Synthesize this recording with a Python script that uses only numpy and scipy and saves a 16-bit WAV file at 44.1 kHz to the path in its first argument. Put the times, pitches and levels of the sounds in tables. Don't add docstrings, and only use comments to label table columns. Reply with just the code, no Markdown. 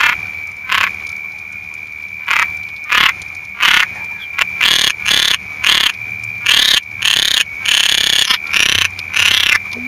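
import sys
import numpy as np
from scipy import signal
from scipy.fft import rfft, irfft, next_fast_len
from scipy.io import wavfile
from scipy.ndimage import uniform_filter1d, map_coordinates

SR = 44100
rng = np.random.default_rng(int(sys.argv[2]) if len(sys.argv) > 2 else 0)


def dump(signal):
    limited = np.clip(np.atleast_2d(signal).T, -1, 1)
    pcm = np.round(limited * 32767).astype(np.int16)
    wavfile.write(sys.argv[1], SR, pcm)


def voltage_ratio(decibels):
    exponent = np.asarray(decibels, float) / 20
    return 10 ** exponent


N = 435266


def unit(x):
    return x / np.sqrt(np.mean(x ** 2) + 1e-20)


def along(points, hz):
    f, v = np.transpose(points)
    return np.interp(np.log(hz + 1), np.log(f + 1), v)


def curves(rows):
    s, *cols = np.transpose(rows)
    return [np.interp(np.arange(N) / SR, s, c) for c in cols]


def wobble(rate):
    knots = rng.standard_normal(int(N * rate / SR) + 4)
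    return map_coordinates(knots, [np.arange(N) * rate / SR])


def filtered(x, response):
    m = next_fast_len(N + SR // 2)
    return irfft(rfft(x, m) * response(np.fft.rfftfreq(m, 1 / SR)), m)[:N]


def place(s, shapes):
    at = np.round(s * SR).astype(int)[:, None] + np.arange(shapes.shape[1])
    ok = (at >= 0) & (at < N)
    return np.bincount(at[ok], shapes[ok], N)


def space(x):
    # frequency in Hz, time to fade by 60 dB in s.
    pond_fade = [(300, 0.014), (2000, 0.063), (7000, 0.05)]
    out, size = np.zeros(N + SR), SR // 3
    for a in range(0, N, size):
        hz, t, z = signal.stft(rng.standard_normal(size), SR, nperseg=128)
        fade = voltage_ratio(-60 * t / along(pond_fade, hz)[:, None])
        tail = signal.istft(z * fade, SR, nperseg=128)[1]
        wet = signal.fftconvolve(x[a:a + size], tail / np.linalg.norm(tail))
        out[a + 60:][:len(wet)] += wet
    return out[:N]


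def night_air_and_road(air_db, road_db):
    # frequency in Hz, level in dB per Hz.
    air_colour = [(140, -77), (230, -18.5), (618, -24), (748, -20), (1810, -20), (2360, -14), (2700, -23.5),
                  (3680, -29.5), (7040, -32), (7800, -52), (10100, -100), (17200, -120)]
    # frequency in Hz, level in dB per Hz.
    road_colour = [(15, -63), (25, -35), (59, -8.5), (91, -0.5), (146, -14.5), (194, -5), (260, -38),
                   (340, -73), (570, -120)]
    air = unit(filtered(rng.standard_normal(N), lambda f: voltage_ratio(along(air_colour, f))))
    road = unit(filtered(rng.standard_normal(N), lambda f: voltage_ratio(along(road_colour, f))))
    pump = voltage_ratio(-13 + 2.5 * wobble(20)) * np.sin(2 * np.pi * 749 * np.arange(N) / SR)
    air_gain = voltage_ratio(air_db + 14.0 + 0.96 * wobble(42))
    road_gain = voltage_ratio(road_db + 1.0 * wobble(9.4))
    return air_gain * (air + pump) + road_gain * road


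def drone(rows, rough_db):
    hz, db = curves(rows)
    t = np.arange(N) / SR
    fade = np.clip(np.minimum(t - rows[0][0], rows[-1][0] + .03 - t) / 0.046, 0, 1)
    tone = np.sin(2 * np.pi * np.cumsum(hz) / SR)
    return np.sqrt(2) * fade * voltage_ratio(db + rough_db * wobble(36)) * tone


def far_motors():
    # time in seconds, pitch in Hz, level in dB.
    motors = [
        [(5.95, 113, -45), (6.068, 110.4, -46), (6.56, 113.1, -35)],
        [(6.85, 107, -43.5), (6.966, 110, -41.5), (7.2, 114, -48)],
        [(8.7, 98.6, -49), (8.764, 91.7, -41), (9.87, 92.5, -40.5)],
    ]
    return sum(drone(rows, rough_db=5.1) for rows in motors)


def gulp():
    # time in seconds, pitch in Hz, level in dB.
    pocket = [(9.72, 224.8, -51), (9.758, 238, -30.5), (9.87, 252, -29)]
    return drone(pocket, rough_db=0.67)


def far_frogs():
    # start in seconds, length in seconds, first pitch in Hz, last pitch in Hz, level in dB.
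    calls = [
        (3.92, 0.15, 690, 1027, -33),
        (3.924, 0.12, 1930, 1630, -32),
        (4.095, 0.185, 1770, 1540, -36),
        (4.099, 0.051, 746, 1140, -35),
        (4.184, 0.082, 3680, 3000, -30),
        (9.64, 0.039, 1175, 1200, -33),
        (9.713, 0.048, 1068, 1000, -36),
        (9.749, 0.046, 459, 398, -29),
    ]
    lot = rng.random((70, 3))
    crowd = [(a * N / SR, .06, 850 + 700 * b, 800 + 750 * b, -46 + 7 * c) for a, b, c in lot]
    out = np.zeros(N + SR)
    for s, length, hz0, hz1, db in calls + crowd:
        u = np.linspace(0, 1, int(length * SR))
        grit = uniform_filter1d(rng.standard_normal(len(u)), size=90)
        rasp = .5 + 0.65 * np.sin(2 * np.pi * 60 * length * u) + 4.6 * grit
        glide = np.sin(2 * np.pi * np.cumsum(hz0 + (hz1 - hz0) * u) / SR)
        out[int(s * SR):][:len(u)] += voltage_ratio(db) * np.sin(np.pi * u) * rasp * glide
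    return out[:N] + voltage_ratio(-6) * space(out[:N])


def drips():
    # time in seconds, peak level in dB, pitch in Hz.
    drops = [(0.2673, -45, 4170), (0.471, -46, 6150), (1.041, -58, 6100), (1.068, -34.5, 4920),
             (1.0913, -35, 5080), (1.117, -45, 5900), (1.317, -48, 4460), (1.523, -44, 7100),
             (1.7394, -43, 6700), (1.869, -42, 3300), (2.083, -46, 4670), (2.5686, -45, 6240),
             (2.6314, -42, 3400), (2.687, -40, 3330), (2.7625, -42, 3760), (2.8389, -45.5, 5840),
             (3.217, -31, 5260), (3.282, -46, 5170), (3.3487, -40.5, 5600), (3.4491, -43, 4900),
             (4.0445, -43, 6350), (5.9376, -36, 4000), (6.236, -36, 6700), (8.4693, -35, 4070),
             (8.9888, -24, 3820), (9.7149, -37, 4040), (9.7293, -30.5, 4240)]
    s, db, hz = np.transpose(drops)
    small = rng.random((260, 3))
    s = np.r_[s, small[:, 0] * N / SR]
    db = np.r_[db, -56 + 9 * small[:, 1]]
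    hz = np.r_[hz, 900 + 6000 * small[:, 2] ** 1.5][:, None]
    t = np.arange(600) / SR
    bubble = np.sin(2 * np.pi * hz * (0.59 * t + 70 * t * t))
    bubble = bubble * voltage_ratio(-60 * t / 0.004) * (1 - np.exp(-t / 0.0022))
    noise = uniform_filter1d(rng.standard_normal((len(s), len(t))), size=14, axis=1)
    spray = noise * np.sin(2 * np.pi * hz * t)
    spray = spray * voltage_ratio(-60 * t / 0.034) * (1 - np.exp(-t / 0.00089))
    dry = place(s, voltage_ratio(db)[:, None] * (0.2 * bubble + 3 * spray))
    return voltage_ratio(15.0) * dry + voltage_ratio(-9.5) * space(dry)


def crickets(level_db):
    # wing tone in Hz, strokes per second, level in dB.
    singers = [(2345, 76.7, 0), (2300, 75.2, -11), (2130, 70, -20)]
    out = np.zeros(N)
    for hz, rate, db in singers:
        stroke = np.cumsum(rate * (1 + .002 * wobble(3))) / SR + rng.random()
        count = stroke.astype(int)
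        luck = rng.standard_normal((count[-1] + 1, 2))
        pulse = np.sin(np.pi * np.clip((stroke - count) / 0.66, 0, 1)) ** 1.35
        pulse = pulse * voltage_ratio(1.6 * luck[count, 0])
        phase = 2 * np.pi * np.cumsum(hz * (1 + .005 * wobble(6))) / SR + 1.1 * luck[count, 1]
        out += voltage_ratio(db + 0.12 * wobble(2.2)) * pulse * np.sin(phase)
    return voltage_ratio(level_db) * unit(out + voltage_ratio(-4.0) * space(out))


def rattle():
    # first group in seconds, last group in seconds, number of groups,
    # slowing of the rattle from 0 to 1.
    call_times = [(.011, .128, 5, .08), (.701, .873, 7, .17), (2.261, 2.425, 7, .12),
                  (2.902, 3.093, 8, .08), (3.608, 3.834, 9, .14), (4.393, 4.42, 2, 0),
                  (4.615, 4.905, 12, .12), (5.064, 5.343, 11, .06), (5.646, 5.898, 10, .1),
                  (6.468, 6.776, 12, .1), (7.028, 7.408, 14, .07), (7.662, 8.253, 21, .04),
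                  (8.282, 8.344, 3, .1), (8.514, 8.851, 12, .06), (9.144, 9.56, 15, .06)]
    # opening, early, late and closing pitch in Hz, groups they take to sag.
    sac_pitch = [(2470, 2360, 2470, 2000, 0.97), (2280, 2850, 2600, 1980, 1.2),
                 (2100, 2400, 2230, 1870, 0.55), (2160, 2620, 3160, 2070, 1.1),
                 (2170, 2840, 2890, 1860, 0.65), (2360, 2810, 3200, 2880, 1),
                 (2260, 3230, 3410, 2530, 0.54), (2450, 3410, 3530, 2990, 0.48),
                 (2400, 3250, 3300, 2570, 1.15), (2500, 3100, 3660, 3120, 1),
                 (2830, 3080, 3570, 2860, 0.91), (2860, 3120, 3380, 3234, 5.5),
                 (3060, 2900, 3200, 3170, 1.1), (2230, 2750, 3030, 2610, 0.72), (2430, 2760, 3550, 1850, 3)]
    # held level in dB, softer start in dB, softer end in dB,
    # growth in dB per click.
    push = [(0.5, 1.5, 11.5, 2), (6, 15, 15.5, 5.5), (4.5, 41, 5.5, 4.5), (8.5, 18, 9.5, 4),
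            (9, 15.5, 8, 4.5), (9.5, 9, -1.5, 4.5), (9.5, 8, 7.5, 5), (9.5, 11.5, 4, 4.5), (11, 8, 11, 4.5),
            (12, 9.5, 3, 3), (10.5, 11.5, 1.5, 6), (9, 9.5, 11, 5.5), (9.5, 15.5, 10, 3), (11, 24, 4, 8),
            (10, 14, 2.5, 4)]
    swell_groups, fade_groups, fill_groups = 0.8, 0.23, 1.28
    step_at, step_width = 0.43, 0.051
    thinning, tiring_db = 0.57, 3.5
    rows = []
    for timing, pitches, efforts in zip(call_times, sac_pitch, push):
        first, final, n, slow = timing
        start, early, late, end, sag = pitches
        held, soft, fade, growth = efforts
        i = np.arange(round(n))
        u, left = i / i[-1], i[::-1]
        luck = rng.standard_normal((len(i), 5))
        usual_ms = 4 + .35 * growth
        last_ms = usual_ms * np.exp(.2 * luck[:, 0])
        gap_ms = 3.8 * np.exp(.1 * luck[:, 4])
        jitter_ms = (last_ms - usual_ms) / 2 + 1.2 * luck[:, 1]
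        s = first + (final - first) * (u - slow * u * (1 - u)) + jitter_ms / 1000
        tight = early + (late - early) / (1 + np.exp((step_at - u) / step_width))
        filling = (early - start) * np.exp(-(i / fill_groups) ** 2)
        sagging = (late - end) * np.exp(-left / max(sag, .1))
        hz = (tight - filling - sagging) * (1 + .012 * luck[:, 3])
        tired = np.sin(np.pi * u ** 1.76) - .5
        db = held - soft * np.exp(-i / swell_groups) - fade * np.exp(-left / fade_groups)
        db = db - tiring_db * tired
        steep = growth * np.exp(thinning * tired + .22 * luck[:, 2]) + 3 * (i == 0)
        rows += zip(s, last_ms, gap_ms, steep, hz, db)
    return np.transpose(rows)[..., None]


def frog():
    # time in seconds, chest level in dB, head level in dB,
    # head pitch in Hz, echo level in dB.
    croak_colour = [(.07, 2.5, -40, 6360, -3), (.78, -2, -30, 7160, -4), (2.36, -2, -33, 6340, -4),
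                    (3.0, -3.5, -43, 6800, -5), (3.75, -5, -23, 6350, -3), (4.4, -5, -52, 6950, -34),
                    (4.75, -13.5, -10.5, 6420, -12), (5.78, -11.5, -18.5, 6530, -13.5),
                    (6.62, -17, -16.5, 6470, -17), (8.239, -30, -11, 6620, -10), (8.27, -5, 2, 5150, -11.5),
                    (8.4, -7, -22, 4770, 10), (8.6, -15.5, -10, 5650, -14.5),
                    (8.85, -12, -14.5, 6030, -11.5), (9.3, -14, -15.5, 5970, -8.5),
                    (9.55, -14.5, -17, 5400, -13.5)]
    # share of the head pitch, time to fade by 60 dB in s, level in dB.
    head_tones = [(1, .008, 2), (.8, .006, -2), (.61, .005, 2)]
    # pitch in Hz, time to fade by 60 dB in s, level in dB.
    chest_tones = [(1129, 0.0031, 12), (1545, 0.004, 7.5), (2044, 0.008, 1)]
    # delay in ms, level in dB.
    bank_echoes = [(2.9, -14), (5.6, -18), (8.3, -21)]
    last, last_ms, gap_ms, growth, sac, effort = rattle()
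    k = np.arange(16)
    luck = rng.standard_normal((len(last), 16, 2))
    s = last - (k > 0) * (last_ms + (k - 1) * gap_ms) / 1000
    alive = s > np.r_[-1, last[:-1, 0]][:, None] + .009
    keep = alive.ravel()

    when, *colour = np.transpose(croak_colour)
    chest_db, head_db, head_hz, _ = (np.interp(s, when, c).reshape(-1, 1)[keep] for c in colour)
    scatter_db = .8 * luck[..., 0]
    rise_db = 1.5 * growth * np.maximum(k - .6, 0) + .35 * k * k
    size = voltage_ratio(effort - rise_db + scatter_db).reshape(-1, 1)[keep]
    warmup = ((k > 3) * voltage_ratio(-22 - .8 * k + 4 * scatter_db)).reshape(-1, 1)[keep]

    t = np.arange(420) / SR
    detune = (1 + .012 * luck[..., 1]).reshape(-1, 1)[keep]

    def ring(hz, t60):
        tone = -np.sin(2 * np.pi * hz * detune * t)
        return tone * voltage_ratio(-60 * t / t60) * (1 - np.exp(-t / 0.00028))

    pitch = np.broadcast_to(sac, s.shape).reshape(-1, 1)[keep]
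    sag = 1 + .05 * np.exp(-t / .001)
    sacs = 1.2 * ring(pitch * sag, 0.0064) + .5 * ring(.91 * pitch * sag, 0.0099)
    throat = voltage_ratio(-4) * ring(np.minimum(1800, .7 * pitch), 0.0066)
    head = voltage_ratio(head_db) * sum(voltage_ratio(db) * ring(share * head_hz, t60) for share, t60, db in head_tones)
    chest = sum(voltage_ratio(db) * ring(hz, t60) for hz, t60, db in chest_tones)
    clicks = size * (sacs + throat + head + voltage_ratio(chest_db) * chest) + warmup * chest

    def small_body(f):
        return (1j * f / (1j * f + 900)) ** 2 * f ** 8 / (f ** 8 + 880 ** 8)

    def bank(f):
        return 1 + sum(voltage_ratio(db) * np.exp(-2j * np.pi * f * ms / 1000) for ms, db in bank_echoes)

    dry = filtered(place(s.ravel()[keep], clicks), small_body)
    echo_db = curves(croak_colour)[3]
    return filtered(dry, bank) + space(dry * voltage_ratio(echo_db))


def loudness(croaks, band, seconds):
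    power = filtered(np.clip(croaks, -1, 1), band) ** 2
    return np.abs(filtered(power, lambda f: 1 / (1 + 2j * np.pi * f * seconds)))


def scene():
    # time in seconds, level in dB.
    trill_level = [(0, -28.5), (1.8, -28.5), (2.7, -30), (4.2, -29), (5, -22.5), (6.3, -26.5), (8, -21.5),
                   (9.87, -26)]
    croaks = frog()
    duck_db = -9 * np.tanh(loudness(croaks, lambda f: f > 4000, 0.093) / 0.0072)
    lift_db = 7 * np.tanh(loudness(croaks, lambda f: f < 1500, 0.15) / 0.0055)
    trill_db = curves(trill_level)[0] + duck_db + lift_db
    gain_db = 1.36 * (trill_db + 29.0)
    background = night_air_and_road(gain_db - 58.5, gain_db - 47.0) + far_motors() + gulp()
    return (background + far_frogs() + drips() + crickets(trill_db) + croaks)[None]


def band_limit(x):
    return signal.sosfilt(signal.butter(12, 15710, fs=SR, output="sos"), x)


def record(dry):
    # frequency in Hz, level in dB.
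    mirror = [(8050, -5), (8600, -1.5), (9400, -6), (11000, -13), (13000, -24.5), (13700, -31),
              (14500, -30), (15600, -73)]
    sampling_hz = 16000
    t = np.arange(N) / SR
    x = dry[0] / (1 + np.abs(dry[0]) ** 8) ** (1 / 8)
    x = x + 0.12 * x * x
    x = filtered(x, lambda f: 1j * f / (1j * f + 40) / np.sqrt(1 + (f / 7350) ** 40))

    def mirror_band(f):
        return voltage_ratio(along(mirror, f)) * (f > sampling_hz / 2) * (f < sampling_hz)

    image = filtered(2 * x * np.cos(2 * np.pi * sampling_hz * t), mirror_band)
    copy = filtered(image * np.cos(2 * np.pi * 790 * t), lambda f: voltage_ratio(-10) * (f > 14150) * (f < 15700))
    x = np.clip(x + image + copy, -1.04, 1.04)
    x = filtered(x, lambda f: 1 / np.sqrt(1 + (f / 15300) ** 30))
    return band_limit(x[None])


dry = scene()
out = record(dry)
dump(out)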